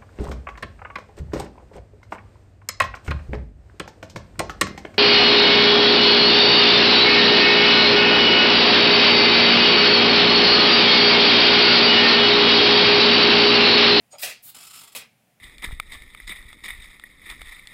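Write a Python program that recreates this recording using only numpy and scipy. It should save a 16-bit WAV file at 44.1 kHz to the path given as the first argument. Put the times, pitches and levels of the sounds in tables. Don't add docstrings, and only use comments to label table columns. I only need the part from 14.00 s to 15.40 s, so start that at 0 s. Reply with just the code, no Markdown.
import sys
import numpy as np
from scipy import signal
from scipy.fft import rfft, irfft
from scipy.io import wavfile

SR = 44100
rng = np.random.default_rng(int(sys.argv[2]) if len(sys.argv) > 2 else 0)


def wav_out(sig):
    wavfile.write(sys.argv[1], SR, np.round(np.clip(np.atleast_2d(sig).T, -1, 1) * 32767).astype(np.int16))


N = 61740
T = np.arange(N) / SR

# f/Hz, level/dB (before a random factor), t60/s (time to fall 60 dB)
METAL_MODES = [(1712, -3.5, 0.1), (1922, -0.5, 0.15), (2034, -8, 0.23), (2350, -6, 0.083),
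               (2492, 0.5, 0.13), (2550, 5, 0.12), (2680, -24, .25), (2775, -2, 0.13), (2740, -5, 0.16),
               (3280, -7, 0.095), (3455, -38, 0.12), (3990, -8.5, 0.15), (4980, 4, 0.067)]
# f/Hz, level/dB per Hz
STRIKE_SPECTRUM = [(200, -58.5), (900, -14.5), (1600, -3), (2600, 1), (4600, -0.5), (6200, -3), (7500, 1),
                   (11000, 0), (15500, -1.5)]
CHATTER_S, CHATTER_DB = 0.0028, 4
CHATTER_GRIT = 0.77
BLOW_DIRECT = 0.36


def metal_ring():
    ring = 0
    for hz, db, t60 in METAL_MODES:
        fade = np.exp(-np.log(1000) * T / t60)
        ring = ring + undb(db) * fade * np.sin(2 * np.pi * hz * T) * rng.standard_normal()
    return unit(ring)


def clatter(hits, wood_spectrum, decay):
    strike = colour(STRIKE_SPECTRUM)
    leaf = colour(wood_spectrum)
    out = 0
    for start, strike_db, metal_db, wood_db in hits:
        metal = metal_ring()
        tail = unit(grit(CHATTER_GRIT) * np.exp(-T / CHATTER_S))
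        chatter = unit((T == 0) + undb(CHATTER_DB) * tail)
        contact = undb(strike_db) * through(chatter, strike) + undb(wood_db) * leaf
        sound = through(contact, room(BLOW_DIRECT, decay)) + undb(metal_db) * metal
        out = out + through(blows([start], [0]), sound)
    return out


# t/s, strike level/dB, metal ring level/dB, wood level/dB
LATCH_CONTACTS = [(.184, -46.5, -48, -62), (.194, -41, -74, -67), (.208, -48, -73, -83),
                  (.218, -39, -65, -69), (.222, -33.5, -64, -68), (.226, -31, -39, -55),
                  (.232, -29, -33, -39.5), (.240, -32, -41.5, -44), (.249, -33.5, -41, -52.5),
                  (.274, -40, -43.5, -50.5), (.294, -38.5, -42, -70), (.313, -53, -43.5, -73)]
# f/Hz, level/dB per Hz
LATCH_WOOD_SPECTRUM = [(80, -35), (260, -13), (330, -20.5), (430, -6), (620, 1), (770, -0.5), (950, -11.5),
                       (1450, -7.5), (2500, -21.5), (8000, -44)]


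def latch():
    return clatter(LATCH_CONTACTS, LATCH_WOOD_SPECTRUM, decay=0.89)


# t/s, strike level/dB, metal ring level/dB, wood level/dB
SHUT_CONTACTS = [(.950, -36, -42, -46), (.955, -40, -68, -52), (.9605, -34, -48, -53.5),
                 (.975, -44, -71, -78), (.987, -46, -60, -67), (1.003, -56, -56.5, -60.5),
                 (1.017, -56, -50.5, -59)]
# f/Hz, level/dB per Hz
SHUT_WOOD_SPECTRUM = [(80, -27), (220, 3), (310, -14), (480, 7), (620, 3), (900, 3), (1400, 1.5),
                      (2500, -17.5), (8000, -45)]


def shut():
    return clatter(SHUT_CONTACTS, SHUT_WOOD_SPECTRUM, decay=0.7)


# start t/s, hold length t/s, level/dB
TAIL_TIMES = [(.255, 0.057, -44), (0.98, 0.04, -51.5), (1.031, 0.024, -56)]
# f/Hz, level/dB per Hz
TAIL_SPECTRUM = [(200, -20), (700, -9.5), (1500, -2.5), (2000, 6), (2550, 9), (3200, -3.5), (5000, -10),
                 (6200, -20), (8000, -12), (15500, -21)]
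TAIL_RISE_S, TAIL_FALL_S, TAIL_GRIT = 0.006, 0.0057, 0.97


def grainy_tails():
    level = 0
    for start, length, db in TAIL_TIMES:
        level = level + undb(db) * swell(start, TAIL_RISE_S, length, TAIL_FALL_S)
    grains = through(grit(TAIL_GRIT) * level, colour(TAIL_SPECTRUM))
    return through(grains, room(direct=2.0))


# f/Hz, width f/Hz, level/dB
SQUEAK_RESONANCES = [(5120, 520, -7), (6810, 110, 2.5), (8320, 150, 0)]
SQUEAK_S, SQUEAK_DB = 0.1039, -47.5
SQUEAK_RISE_S, SQUEAK_HOLD_S, SQUEAK_FALL_S = 0.02, 0.0071, 0.018


def squeak():
    rub = grit(0.46) * swell(SQUEAK_S, SQUEAK_RISE_S, SQUEAK_HOLD_S, SQUEAK_FALL_S)
    return undb(SQUEAK_DB) * through(rub, resonances(SQUEAK_RESONANCES))


# t/s, level/dB
GROAN_TIMES = [(.126, -45), (0.144, -47.5)]
# f/Hz, level/dB per Hz
GROAN_SPECTRUM = [(150, -36), (430, -16.5), (560, -0.5), (700, 1), (880, -4.5), (1050, -17.5), (1280, -5.5),
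                  (1550, -26.5), (2300, -15), (4900, -25), (6000, -47), (15000, -51)]
GROAN_RISE_S, GROAN_HOLD_S, GROAN_FALL_S = 0.0084, 0.008, 0.004


def groan():
    effort = 0
    for start, db in GROAN_TIMES:
        effort = effort + undb(db) * swell(start, GROAN_RISE_S, GROAN_HOLD_S, GROAN_FALL_S)
    return through(grit(0.53) * effort, colour(GROAN_SPECTRUM))


RUB_GRIT = 0.35

# t/s, grit level/dB, wood level/dB
SCRAPE_CATCHES = [(0.543, -43.5, -55.5), (0.56, -44, -55), (.582, -46.5, -58), (0.602, -45, -56),
                  (0.616, -50, -69), (0.627, -45, -64), (0.646, -45, -62), (.666, -43.5, -66),
                  (.696, -48.5, -66), (0.705, -46, -71), (.728, -47.5, -71), (0.736, -45, -78),
                  (.752, -43, -58), (0.769, -44.5, -76), (0.786, -45, -68), (0.808, -45, -53),
                  (.833, -46, -52), (.872, -48, -66), (0.919, -50, -64)]
CATCH_RISE_S, CATCH_HOLD_S, CATCH_FALL_S = 0.004, 0.0049, 0.009


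def bursts(column, lag=0):
    power = 0
    for row in SCRAPE_CATCHES:
        shape = swell(row[0] + lag, CATCH_RISE_S, CATCH_HOLD_S, CATCH_FALL_S)
        power = power + (undb(row[column]) * shape) ** 2
    return grit(RUB_GRIT) * np.sqrt(power)


# f/Hz, level/dB per Hz
SCRAPE_SPECTRUM = [(80, -42), (450, -17), (850, -3.5), (1300, 0), (1800, -5), (2600, 3), (4600, 0.5),
                   (6100, -7.5), (7400, 4), (8600, 2), (11500, -2.5), (15500, -24.5)]
# f/Hz, width f/Hz, level/dB
SURFACE_RESONANCES = [(1338, 70, 0.5), (3390, 170, -1.5), (5250, 250, 6), (7300, 380, 4), (9160, 410, 4)]
# f/Hz, level/dB per Hz
SLIDE_SPECTRUM = [(300, -46), (5000, -15), (8000, -15), (11500, 4), (14500, 3), (15800, -2.5)]
# f/Hz, level/dB per Hz
SCRAPE_WOOD_SPECTRUM = [(100, -16), (260, -2.5), (380, -7.5), (520, -4), (850, 4), (1400, -11.5),
                        (4000, -14.5)]
SURFACE_DB, SLIDE_DB = -6, -5
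SLIDE_LAG_S = 0.0044


def scrape():
    rasp = through(bursts(1), colour(SCRAPE_SPECTRUM))
    surface = undb(SURFACE_DB) * through(bursts(1), resonances(SURFACE_RESONANCES))
    slide = undb(SLIDE_DB) * through(bursts(1, SLIDE_LAG_S), colour(SLIDE_SPECTRUM))
    wood = through(bursts(2), colour(SCRAPE_WOOD_SPECTRUM))
    return rasp + surface + slide + wood


# start t/s, rise t/s, hold t/s, level/dB
BRUSHES = [(0.199, 0.021, 0.0033, -35.5), (0.422, 0.016, 0.064, -41)]
# f/Hz, level/dB per Hz
SWISH_SPECTRUM = [(300, -47), (3000, -29), (6200, -17), (9000, -7.5), (13000, -3), (15500, -3)]
# f/Hz, level/dB per Hz
BODY_SPECTRUM = [(150, -15), (500, -11), (900, -3), (1700, -5.5), (3100, 1.5), (4800, 1), (6100, -12),
                 (8000, 3), (12000, -12.5)]
BRUSH_FALL_S = 0.0061
BODY_RISE_S, BODY_DB = 0.077, -8


def swish():
    out = 0
    for start, rise, hold, db in BRUSHES:
        touch = undb(db) * swell(start, rise, hold, BRUSH_FALL_S)
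        press = undb(BODY_DB) * np.clip((T - start) / BODY_RISE_S, 0, 1)
        bright = through(grit(RUB_GRIT) * touch, colour(SWISH_SPECTRUM))
        body = through(grit(RUB_GRIT) * touch * press, colour(BODY_SPECTRUM))
        out = out + bright + body
    return out


# t/s, level/dB
BUMP_TIMES = [(0.15, -64), (.245, -68), (0.281, -65.5), (0.451, -62.5), (.565, -63), (.750, -62.5),
              (.812, -63.5), (.960, -60)]
# f/Hz, width f/Hz, level/dB
FLOOR_RESONANCES = [(118.6, 9.4, 0), (161.4, 29, 1), (259.6, 33, 2.5)]


def bumps():
    floor = resonances(FLOOR_RESONANCES)
    times, levels = zip(*BUMP_TIMES)
    return through(blows(times, levels), unit(through(floor, floor)))


# f/Hz, level/dB per Hz
HUM_SPECTRUM = [(25, -37), (34, -37), (43, -5.5), (57, -19.5), (85, -8.5), (120, 0), (210, -2.5), (280, -7),
                (380, -14.5), (730, -7.5), (1100, -19), (2400, -13.5), (4000, -22.5), (6000, -24),
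                (10000, -21.5), (15000, -24.5)]
HUM_DB = -65.5


def hum():
    noise = rfft(rng.standard_normal(N))
    return undb(HUM_DB) * irfft(noise * rfft(colour(HUM_SPECTRUM), N), N)


# f/Hz, t60/s (time to fall 60 dB)
ROOM_DECAY = [(150, 0.6), (600, 0.26), (2500, 0.32), (4800, 0.34), (7000, 0.23), (15000, 0.14)]
ROOM_BUILD_S = 0.00052


def room(direct, decay=1):
    noise = rfft(rng.choice([-1., 1.], N))
    hz = np.arange(N // 2 + 1) * SR / N
    tail = 0
    for k, (_, t60) in enumerate(ROOM_DECAY):
        share = on_log_axis(hz, [(f, j == k) for j, (f, _) in enumerate(ROOM_DECAY)])
        tail = tail + irfft(noise * share, N) * np.exp(-np.log(1000) * T / (t60 * decay))
    tail = unit(tail * (1 - np.exp(-T / ROOM_BUILD_S)))
    return unit(tail + direct * (T == 0))


def undb(db):
    return 10 ** (np.asarray(db) / 20)


def unit(h):
    return h / np.sqrt(np.sum(h ** 2))


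def through(x, h):
    return signal.fftconvolve(x, h)[:N]


def on_log_axis(hz, points):
    f, v = np.array(points, float).T
    return np.interp(np.log(np.maximum(hz, 1)), np.log(f), v)


def colour(points, size=8192):
    hz = np.arange(size // 2 + 1) * SR / size
    cepstrum = irfft(np.log(undb(on_log_axis(hz, points))))
    cepstrum[1:size // 2] *= 2
    cepstrum[size // 2 + 1:] = 0
    response = irfft(np.exp(rfft(cepstrum)))
    return unit(np.pad(response, (0, N - size)))


def resonances(rows):
    total = 0
    for hz, width, db in rows:
        ring = np.exp(-np.pi * width * T) * np.sin(2 * np.pi * hz * T)
        total = total + undb(db) * unit(ring)
    return unit(total)


def blows(times, levels):
    out = np.zeros(N)
    for start, db in zip(times, levels):
        out[int(start * SR)] += undb(db) * np.sqrt(0.02 * SR)
    return out


def swell(start, rise, hold, fall):
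    attack = np.clip((T - start) / rise, 0, 1)
    return attack * np.exp(-np.maximum(T - start - rise - hold, 0) / fall)


def grit(rough):
    x = rng.standard_normal(N) * np.exp(rough * rng.standard_normal(N))
    return x / x.std()


def scene():
    door = latch() + shut() + grainy_tails()
    turning = through(squeak() + groan(), room(direct=1.8))
    rubbing = through(scrape() + swish(), room(direct=1.5))
    return (door + turning + rubbing + bumps() + hum())[None]


def record(dry):
    thin = signal.sosfilt(signal.butter(6, 36, "high", fs=SR, output="sos"), dry)
    return signal.sosfilt(signal.ellip(10, .2, 70, 15800, fs=SR, output="sos"), thin)


dry = scene()
out = record(dry)
wav_out(out)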